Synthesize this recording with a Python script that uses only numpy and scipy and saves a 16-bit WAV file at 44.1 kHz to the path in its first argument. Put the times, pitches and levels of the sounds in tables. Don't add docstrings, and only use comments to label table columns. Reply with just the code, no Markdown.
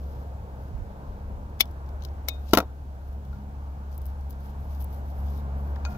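import sys
import numpy as np
from scipy import signal
from scipy.io import wavfile

SR = 44100
rng = np.random.default_rng(int(sys.argv[2]) if len(sys.argv) > 2 else 0)


def to_wav(sig):
    pcm = np.clip(np.atleast_2d(sig), -1, 1) * 32767
    pcm = np.round(pcm).astype(np.int16)
    wavfile.write(sys.argv[1], SR, pcm.T)


def attenuation_scalar(level_db):
    decades = np.asarray(level_db, float) / 20
    return 10 ** decades


N = 263277


def rms_one(x):
    return x / np.sqrt(np.mean(x ** 2) + 1e-20)


def in_time(rows):
    s, *columns = np.transpose(rows)
    return [np.interp(np.arange(N) / SR, s, column) for column in columns]


def at_hz(points, hz):
    point_hz, value = np.transpose(points)
    return np.interp(np.log(hz), np.log(point_hz), value)


def drift(rate_hz):
    r = np.exp(-80 * np.pi * rate_hz / SR)
    chance = rng.standard_normal(N // 40 + 2002)
    slow = signal.lfilter([1], [1, -2 * r, r * r], chance)[2000:]
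    return np.interp(np.arange(N) / 40, np.arange(len(slow)), rms_one(slow))


def band(x, low_hz, high_hz, order=2):
    edges_hz = [low_hz, min(high_hz, 0.45 * SR)]
    return signal.sosfilt(signal.butter(order, edges_hz, "band", fs=SR, output="sos"), x)


def struck(times, blow_db, modes, spread_db):
    at = np.round(np.array(times) * SR).astype(int)
    out = np.zeros(N)
    luck = rng.standard_normal((len(at), len(modes)))
    for k, (hz, level_db, t60) in enumerate(modes):
        clicks = np.full(N, 1e-18)
        clicks[at] = attenuation_scalar(blow_db + level_db + spread_db * luck[:, k]) * (-1) ** (k + 1)
        r = attenuation_scalar(-60 / (max(t60, 0.004) * SR))
        w = 2 * np.pi * hz / SR
        out += signal.lfilter([0, np.sin(w)], [1, -2 * r * np.cos(w), r * r], clicks)
    return out


def bursts(times, level_db, t60s, low_hz, high_hz):
    noise = rms_one(band(rng.standard_normal(N), low_hz, high_hz, order=3))
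    out = np.zeros(N)
    for s, db, t60 in zip(times, level_db, t60s):
        i = round(s * SR)
        t = np.arange(min(N - i, SR // 8)) / SR
        tail = attenuation_scalar(-33.5 - 60 * t / 0.02)
        fall = (1 - np.exp(-t / 0.00028)) * (attenuation_scalar(-60 * t / max(t60, 0.003)) + tail)
        out[i:i + len(t)] += attenuation_scalar(db) * fall * noise[i:i + len(t)]
    return out


def cracks(times, mid_db, top_db, t60s, low_hz):
    middle = bursts(times, mid_db, t60s, low_hz, 6200)
    return middle + bursts(times, mid_db + top_db, t60s, 10300, 22000)


def far(common, left_own, right_own):
    lag_s = 0.00029
    late = np.interp(np.arange(N) - lag_s * SR, np.arange(N), common)
    return np.array([late + left_own, common + right_own])


# time in seconds, firing tone in dB, exhaust rasp in dB.
ENGINE_LOAD = [(0, -35, -52.5), (.45, -38, -59), (.95, -41, -52), (1.38, -39.5, -54.5), (2.1, -34, -61),
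               (2.5, -34.5, -58), (2.75, -38.5, -64), (3.1, -35.5, -64), (3.4, -35.5, -45.5),
               (3.75, -36, -61), (4.2, -33, -57), (4.55, -36.5, -49), (4.82, -30.5, -54),
               (5.15, -33.5, -55), (5.25, -29.5, -46), (5.6, -29.5, -46), (5.87, -29, -50.5),
               (5.97, -40, -39)]
IDLE_HZ, HZ_PER_DB, IDLE_DB = 69.3, 0.23, -35
SECOND_UNDER_RASP_DB, SECOND_FOLLOWS, RASP_WAVER_DB = -0.5, 0.87, 0.75


def engine():
    tone_db, rasp_db = in_time(ENGINE_LOAD)
    hz = IDLE_HZ + HZ_PER_DB * (tone_db - IDLE_DB)
    second_db = SECOND_FOLLOWS * rasp_db + (1 - SECOND_FOLLOWS) * (tone_db - 22) - SECOND_UNDER_RASP_DB
    second_db = second_db + RASP_WAVER_DB * drift(3.1)
    third_db = rasp_db - 0.5 + RASP_WAVER_DB * drift(5.3)
    phase = 2 * np.pi * np.cumsum(hz) / SR + 0.51 * drift(1.8)
    drone = np.zeros(N)
    for order, db in enumerate([tone_db, second_db, third_db], start=1):
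        drone += attenuation_scalar(db + 2.5 + drift(10.16)) * np.sin(order * phase)
    return far(drone, 0, 0) * attenuation_scalar([[0.4], [-0.4]])


# frequency in Hz, share common to both (0 to 1).
PORT_LIKENESS = [(40, 0.93), (70, 1), (300, 0.95), (700, 0.92), (1400, .5), (3000, 0.033), (8000, 0.02)]


def far_noise(spectrum, patchy_db):
    parts = np.zeros((3, N))
    together = drift(0.31)
    edges = 18 * 2 ** np.arange(0, 10.1, 0.5)
    white = rng.standard_normal((2, 3, N))
    for k, (low, high) in enumerate(zip(edges, edges[1:])):
        hz = np.sqrt(low * high)
        if spectrum[0][0] / 1.5 < hz < spectrum[-1][0] * 1.1:
            alike = np.clip(at_hz(PORT_LIKENESS, hz), 0, 1)
            shares = np.sqrt([[alike], [1 - alike], [1 - alike]])
            gain = attenuation_scalar(at_hz(spectrum, hz) + patchy_db * (0.75 * together + drift(4.3)))
            parts += gain * band(white[k % 2], low, high) * shares
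    return rms_one(far(*parts))


def hump(low_hz, high_hz, alike):
    common, left, right = band(rng.standard_normal((3, N)), low_hz, high_hz, order=3)
    return rms_one(far(alike * common, (1 - alike) * left, (1 - alike) * right))


# time in seconds, cars in dB, lorries in dB.
ROAD_LEVEL = [(0, -48.5, -41.5), (1.4, -49, -42), (2.2, -48.5, -48), (2.75, -52.5, -45.5), (3.4, -51, -45),
              (4.3, -48.5, -44.5), (4.8, -47, -42.5), (5.5, -47, -40), (5.97, -45, -38.5)]
# frequency in Hz, density in dB per Hz.
LORRY_RUMBLE = [(30, -32.5), (45, -1.5), (60, 1.5), (90, 2.5), (130, -4), (200, -10), (280, -19),
                (400, -41)]
# frequency in Hz, density in dB per Hz.
TYRE_ROAR = [(140, -23.5), (230, -4.5), (400, -10.5), (650, -5.5), (900, -9), (1200, -15), (1450, -16),
             (2100, -32.5)]
# frequency in Hz, density in dB per Hz.
AIR_HISS = [(1500, -11.5), (2200, -1.5), (3000, -1), (6000, -4.5), (9000, -5.5), (13000, -8.5), (15500, -6),
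            (16500, -17)]
WHINE_DB, WHINE_FAR_DB, WHINE_GONE_S, WHINE_BACK_S, WHINE_FADE_S = -52.5, -60.5, 1.7, 4.87, 0.39
TREAD_UNDER_DB, TREAD_WAVER_DB = 9, 0.2
HISS_DB, HISS_FOLLOWS = -66, 0.4


def traffic():
    roar_db, rumble_db = in_time(ROAD_LEVEL)
    t = np.arange(N) / SR
    leaving = np.tanh((t - WHINE_GONE_S) / WHINE_FADE_S)
    coming = np.tanh((t - WHINE_BACK_S) / WHINE_FADE_S)
    low_db = WHINE_DB - 0.98 * t + (WHINE_FAR_DB - WHINE_DB) * (leaving - coming) / 2
    high_db = roar_db - TREAD_UNDER_DB + TREAD_WAVER_DB * drift(0.86)
    hiss_db = HISS_DB + HISS_FOLLOWS * (roar_db - roar_db.mean())
    out = attenuation_scalar(rumble_db) * far_noise(LORRY_RUMBLE, patchy_db=1.67)
    out += attenuation_scalar(roar_db - 0.5) * far_noise(TYRE_ROAR, patchy_db=1.17)
    out += attenuation_scalar(hiss_db) * far_noise(AIR_HISS, patchy_db=0.5)
    out += attenuation_scalar(low_db - 1.5) * hump(390, 620, alike=0.7)
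    return out + attenuation_scalar(high_db) * hump(800, 958, alike=0.47)


# time of the peak in seconds, peak in dB, left over right in dB.
GUSTS = [
    (.15, -49, -10),
    (.78, -46.5, -29),
    (1.1, -41, 6),
    (1.35, -38, 5.5),
    (1.93, -45.5, 8),
    (2.8, -59.5, 8),
    (4.042, -50, 1.5),
    (5.95, -52.5, 3),
]
BREEZE_DB, GUST_S = -45.5, 0.064


def wind():
    t = np.arange(N) / SR
    sides = np.array([[0.5], [-0.5]])
    level = attenuation_scalar(BREEZE_DB)
    for s, db, pan_db in GUSTS:
        level = level + attenuation_scalar(db + pan_db * sides) * np.exp(-((t - s) / GUST_S) ** 2)
    lumps = np.array([rms_one(band(rng.standard_normal(N), 20, 63)) * attenuation_scalar(2.5 * drift(3.8)) for port in "LR"])
    shared = rms_one(band(rng.standard_normal(N), 27, 64))
    return level * (0.26 * lumps + 0.83 * shared)


# start in seconds, length in seconds, bright in dB, dull in dB.
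FINGER_STROKES = [(-.1, 0.45, -65, -65.5), (.55, 0.18, -69, -70), (1.638, 0.1, -72, -78),
                  (2.0, .1, -68, -65.5), (2.294, 0.088, -66, -62), (2.37, 0.11, -62.5, -65),
                  (2.454, 0.19, -54, -50.5), (3.027, 0.14, -67, -69.5), (3.2, 0.28, -70.5, -69.5),
                  (3.899, 0.08, -61, -63), (4.018, 0.12, -63, -66.5), (4.286, 0.05, -54.5, -62.5),
                  (4.386, 0.14, -59, -63), (4.583, 0.11, -64, -75.5), (4.668, 0.16, -61.5, -63.5),
                  (4.791, 0.054, -50.5, -60.5), (4.877, 0.15, -57, -64), (5.019, 0.14, -64, -68),
                  (5.14, 0.11, -59, -66.5), (5.225, 0.15, -58.5, -60), (5.338, 0.098, -58, -61.5),
                  (5.557, 0.092, -63, -76), (5.632, 0.11, -62, -69), (5.847, 0.14, -58.5, -58.5)]


def rustle():
    t, bright, dull = np.arange(N) / SR, np.zeros(N), np.zeros(N)
    for s, length, bright_db, dull_db in FINGER_STROKES:
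        i, j = max(round(s * SR), 0), min(round((s + length) * SR), N)
        stroke = np.abs(np.sin(np.pi * (t[i:j] - s) / length))
        bright[i:j] += attenuation_scalar(bright_db) * stroke
        dull[i:j] += attenuation_scalar(dull_db) * stroke
    slips_per_s = 2500
    grains = attenuation_scalar(2.3 * np.minimum(rng.exponential(1, N), 5)) * (rng.random(N) < slips_per_s / SR)
    slips = rng.standard_normal(N) * attenuation_scalar(1.9 * drift(40)) * (0.3 + grains)
    return bright * rms_one(band(slips, 11200, 14800)) + dull * rms_one(band(slips, 2700, 6200))


# time in seconds, peak in dB, top band over it in dB.
WIRE_TICKS = [(1.4984, -62, 6), (1.6557, -50, 3.5), (1.677, -60.5, -9), (1.7115, -55.5, 6),
              (1.862, -58, -12), (1.8903, -48, -5.5), (2.007, -57.5, -13), (2.0225, -42.5, -12.5),
              (2.0366, -42.5, -4), (2.0493, -32.5, -3), (2.0862, -52, -17), (2.483, -51, -7.5),
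              (3.2504, -57, 5), (3.9266, -52, -10), (3.9486, -65, 15), (3.979, -53.5, 20),
              (4.0173, -55.5, 13), (4.056, -49, 11), (4.064, -56, 20), (4.2094, -57, 5),
              (4.3066, -45.5, 8.5), (4.3284, -55.5, -7.5), (4.8086, -56.5, 10.5), (4.8234, -56, 18),
              (4.8435, -51, 16.5), (5.1914, -63, 5), (5.2834, -52, -17), (5.7594, -46.5, -7.5),
              (5.8503, -34.5, -11), (5.9084, -61, -7.5)]


def ticks():
    s, db, top_db = np.transpose(WIRE_TICKS)
    return cracks(s, db + 3, top_db, np.full(len(s), 0.013), low_hz=3050)


# frequency in Hz, level in dB, t60 in seconds.
HOUSING_LOW_MODES = [(305, 0, .032), (195, -20, .15), (140, -34, .06), (250, -13, .07), (385, -8, .035),
                     (480, -19, .03)]


def housing_boom(times, blow_db):
    return struck(times, blow_db, HOUSING_LOW_MODES, spread_db=1.5)


BITE_TIMES = [1.593, 1.5985, 1.6015, 1.6062, 1.6105, 2.279, 2.2852, 2.289]
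# jaws in dB, crack in dB, top band over it in dB, t60 in seconds, low jolt in dB.
BITE_BLOWS = [
    (-61, -43, -0.5, 0.0089, -55.5),
    (-51.5, -33.5, 3.5, 0.031, -45.5),
    (-30, -25.5, -5, .03, -40),
    (-6.5, -8, 1.5, 0.024, -32),
    (-23, -20, 4, 0.012, -27.5),
    (-57, -43.5, -4, 0.068, -41),
    (-57, -15.5, 4.5, 0.018, -25.5),
    (-53, -36, -2, 0.013, -45),
]
# frequency in Hz, level in dB, t60 in seconds.
JAW_MODES = [(720, -16, .02), (1300, -22, .015), (1950, -9, .018), (2250, -1, .026), (2700, -14, .015),
             (3000, -10, .018), (3250, -5, .02), (3450, 1, .028), (3680, -4, .022), (3900, -9, .02),
             (4300, -13, .025), (4900, -11, .022), (5650, -6, .015)]


def bites():
    jaw_db, crack_db, top_db, t60, jolt_db = np.transpose(BITE_BLOWS)
    out = cracks(BITE_TIMES, crack_db, top_db, t60, low_hz=2548)
    out += bursts(BITE_TIMES, jolt_db - 2.5, t60, 400, 1200)
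    out += housing_boom(BITE_TIMES[3:4], -27.5)
    return out + struck(BITE_TIMES, jaw_db, JAW_MODES, spread_db=2)


# time in seconds, level in dB.
ARM_PINGS = [
    (2.2844, -29),
]
# frequency in Hz, level in dB, t60 in seconds.
ARM_MODES = [(2210, 9, .028), (2487, -14, .2), (3682, -1, .21), (3876, -4, .08), (4000, -1, .03),
             (4737, -22, .12), (5642, -20, .1), (6500, -18, .08), (7456, -24, .12)]


def steel_arms():
    return struck(*np.transpose(ARM_PINGS), ARM_MODES, spread_db=2.0)


KNOCK_TIMES = [2.5336, 2.5358, 2.5492, 2.5727, 2.5828, 2.585, 2.602, 2.626]
# low modes, upper modes, thud, crack, top of the crack over it, all in dB.
KNOCK_BLOWS = [
    (-5.5, -7, -18, -11.5, 5.5),
    (-36.5, -27, -28, -14.5, -16.5),
    (-29, -33, -58, -18, -2),
    (-11.5, -8, -19.5, -11, 1.5),
    (-20, -11, -27.5, -29, 2),
    (-24, -30.5, -35, -21, 2),
    (-26, -19, -53, -28, -1),
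    (-30.5, -44, -43, -54, 0),
]
# frequency in Hz, level in dB, t60 in seconds.
HOUSING_UPPER_MODES = [(690, -2, .03), (590, -12, .04), (880, -6, .022), (1157, -9, .025), (1345, -1, .028),
                       (1600, -12, .02), (1900, -14, .025), (2450, -13, .025), (2880, -15, .025),
                       (3700, -33, .13)]


def knocks():
    low_db, up_db, thud_db, crack_db, top_db = np.transpose(KNOCK_BLOWS)
    count = len(KNOCK_TIMES)
    out = housing_boom(KNOCK_TIMES, low_db)
    out += struck(KNOCK_TIMES, up_db, HOUSING_UPPER_MODES, spread_db=1.5)
    out += bursts(KNOCK_TIMES, thud_db, np.full(count, 0.1), 180, 1000)
    return out + cracks(KNOCK_TIMES, crack_db, top_db, np.full(count, 0.022), low_hz=2066)


LAID_TIMES = [3.33, 5.763, 5.8508, 5.862, 5.905, 5.925, 5.948]
# upper modes in dB, lower modes in dB.
LAID_BLOWS = [
    (-84, -46),
    (-67, -51),
    (-35.5, -61),
    (-73, -33.5),
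    (-62, -57),
    (-61, -52),
    (-56, -46),
]
# frequency in Hz, level in dB, t60 in seconds.
HANDLE_MODES = [(780, -8, .06), (1400, -1, .1), (2471, 2, .09), (3000, -14, .04), (3774, -7, .07),
                (4479, -6, .065), (4700, -9, .05), (5600, -11, .03), (6428, -6, .08)]
# time in seconds, level in dB, t60 in seconds.
GRIP_TAPS = [
    (5.763, -36, 0.017),
    (5.8506, -27.5, 0.018),
]


def laid_down():
    upper_db, lower_db = np.transpose(LAID_BLOWS)
    out = struck(LAID_TIMES, upper_db, HANDLE_MODES[2:], spread_db=1.5)
    out += struck(LAID_TIMES, lower_db, HANDLE_MODES[:2], spread_db=1.5)
    return out + bursts(*np.transpose(GRIP_TAPS), 400, 1700)


# time in seconds, level in dB.
PIVOT_SLIPS = [
    (5.367, -56),
    (5.385, -55),
    (5.418, -59),
]


def pivot_creaks():
    return struck(*np.transpose(PIVOT_SLIPS), [(3750, 0, 0.077)], spread_db=7.5)


BAY_T60_S, BAY_LEFT_DB, BAY_RIGHT_DB, BAY_LOW_HZ = 0.047, -20, -11.5, 1790


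def engine_bay(x):
    t = np.arange(SR // 6) / SR
    echo = band(rng.standard_normal((2, len(t))), BAY_LOW_HZ, 5400, order=1)
    echo *= attenuation_scalar(-60 * t / BAY_T60_S) * (t > 0.002)
    echo /= np.sqrt(np.sum(echo ** 2, axis=1, keepdims=True))
    scattered = np.array([signal.fftconvolve(x, e)[:N] for e in echo])
    return attenuation_scalar([[BAY_LEFT_DB], [BAY_RIGHT_DB]]) * scattered


HOUSING_LAG_S, HOUSING_RIGHT_DB = 0.00026, 1.4
SHADOW_HZ, SHADOW_TOP_HZ, SHADOW_DB, LEAK_DB = 1300, 5100, -2.4, -26


def scene():
    distant = engine() + traffic() + wind()
    hand = rustle() + ticks() + bites() + steel_arms() + pivot_creaks()
    housing = knocks() + laid_down()
    late = np.roll(housing, round(HOUSING_LAG_S * SR))
    direct = hand + np.array([late, attenuation_scalar(HOUSING_RIGHT_DB) * housing])
    left, right = direct + engine_bay(hand + housing)
    dull = signal.sosfilt(signal.butter(1, SHADOW_HZ, fs=SR, output="sos"), right)
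    dull = signal.sosfilt(signal.butter(4, SHADOW_TOP_HZ, fs=SR, output="sos"), dull)
    return np.array([left, attenuation_scalar(SHADOW_DB) * dull + attenuation_scalar(LEAK_DB) * right]) + distant


def roll_off(x):
    return signal.sosfilt(signal.butter(12, 16690, fs=SR, output="sos"), x)


PORT_DIP_HZ, PORT_DIP_WIDTH_HZ, PORT_DIP_SHARE = 8900, 2500, 0.5
CUTOFF_HZ, CEILING = 16400, 1.15


def record(dry):
    b, a = signal.iirpeak(PORT_DIP_HZ, PORT_DIP_HZ / PORT_DIP_WIDTH_HZ, fs=SR)
    coloured = dry - PORT_DIP_SHARE * signal.lfilter(b, a, dry)
    rounded = CEILING * np.tanh(coloured / CEILING)
    mix = signal.sosfilt(signal.cheby2(10, 45, CUTOFF_HZ, fs=SR, output="sos"), rounded)
    return roll_off(mix)


dry = scene()
out = record(dry)
to_wav(out)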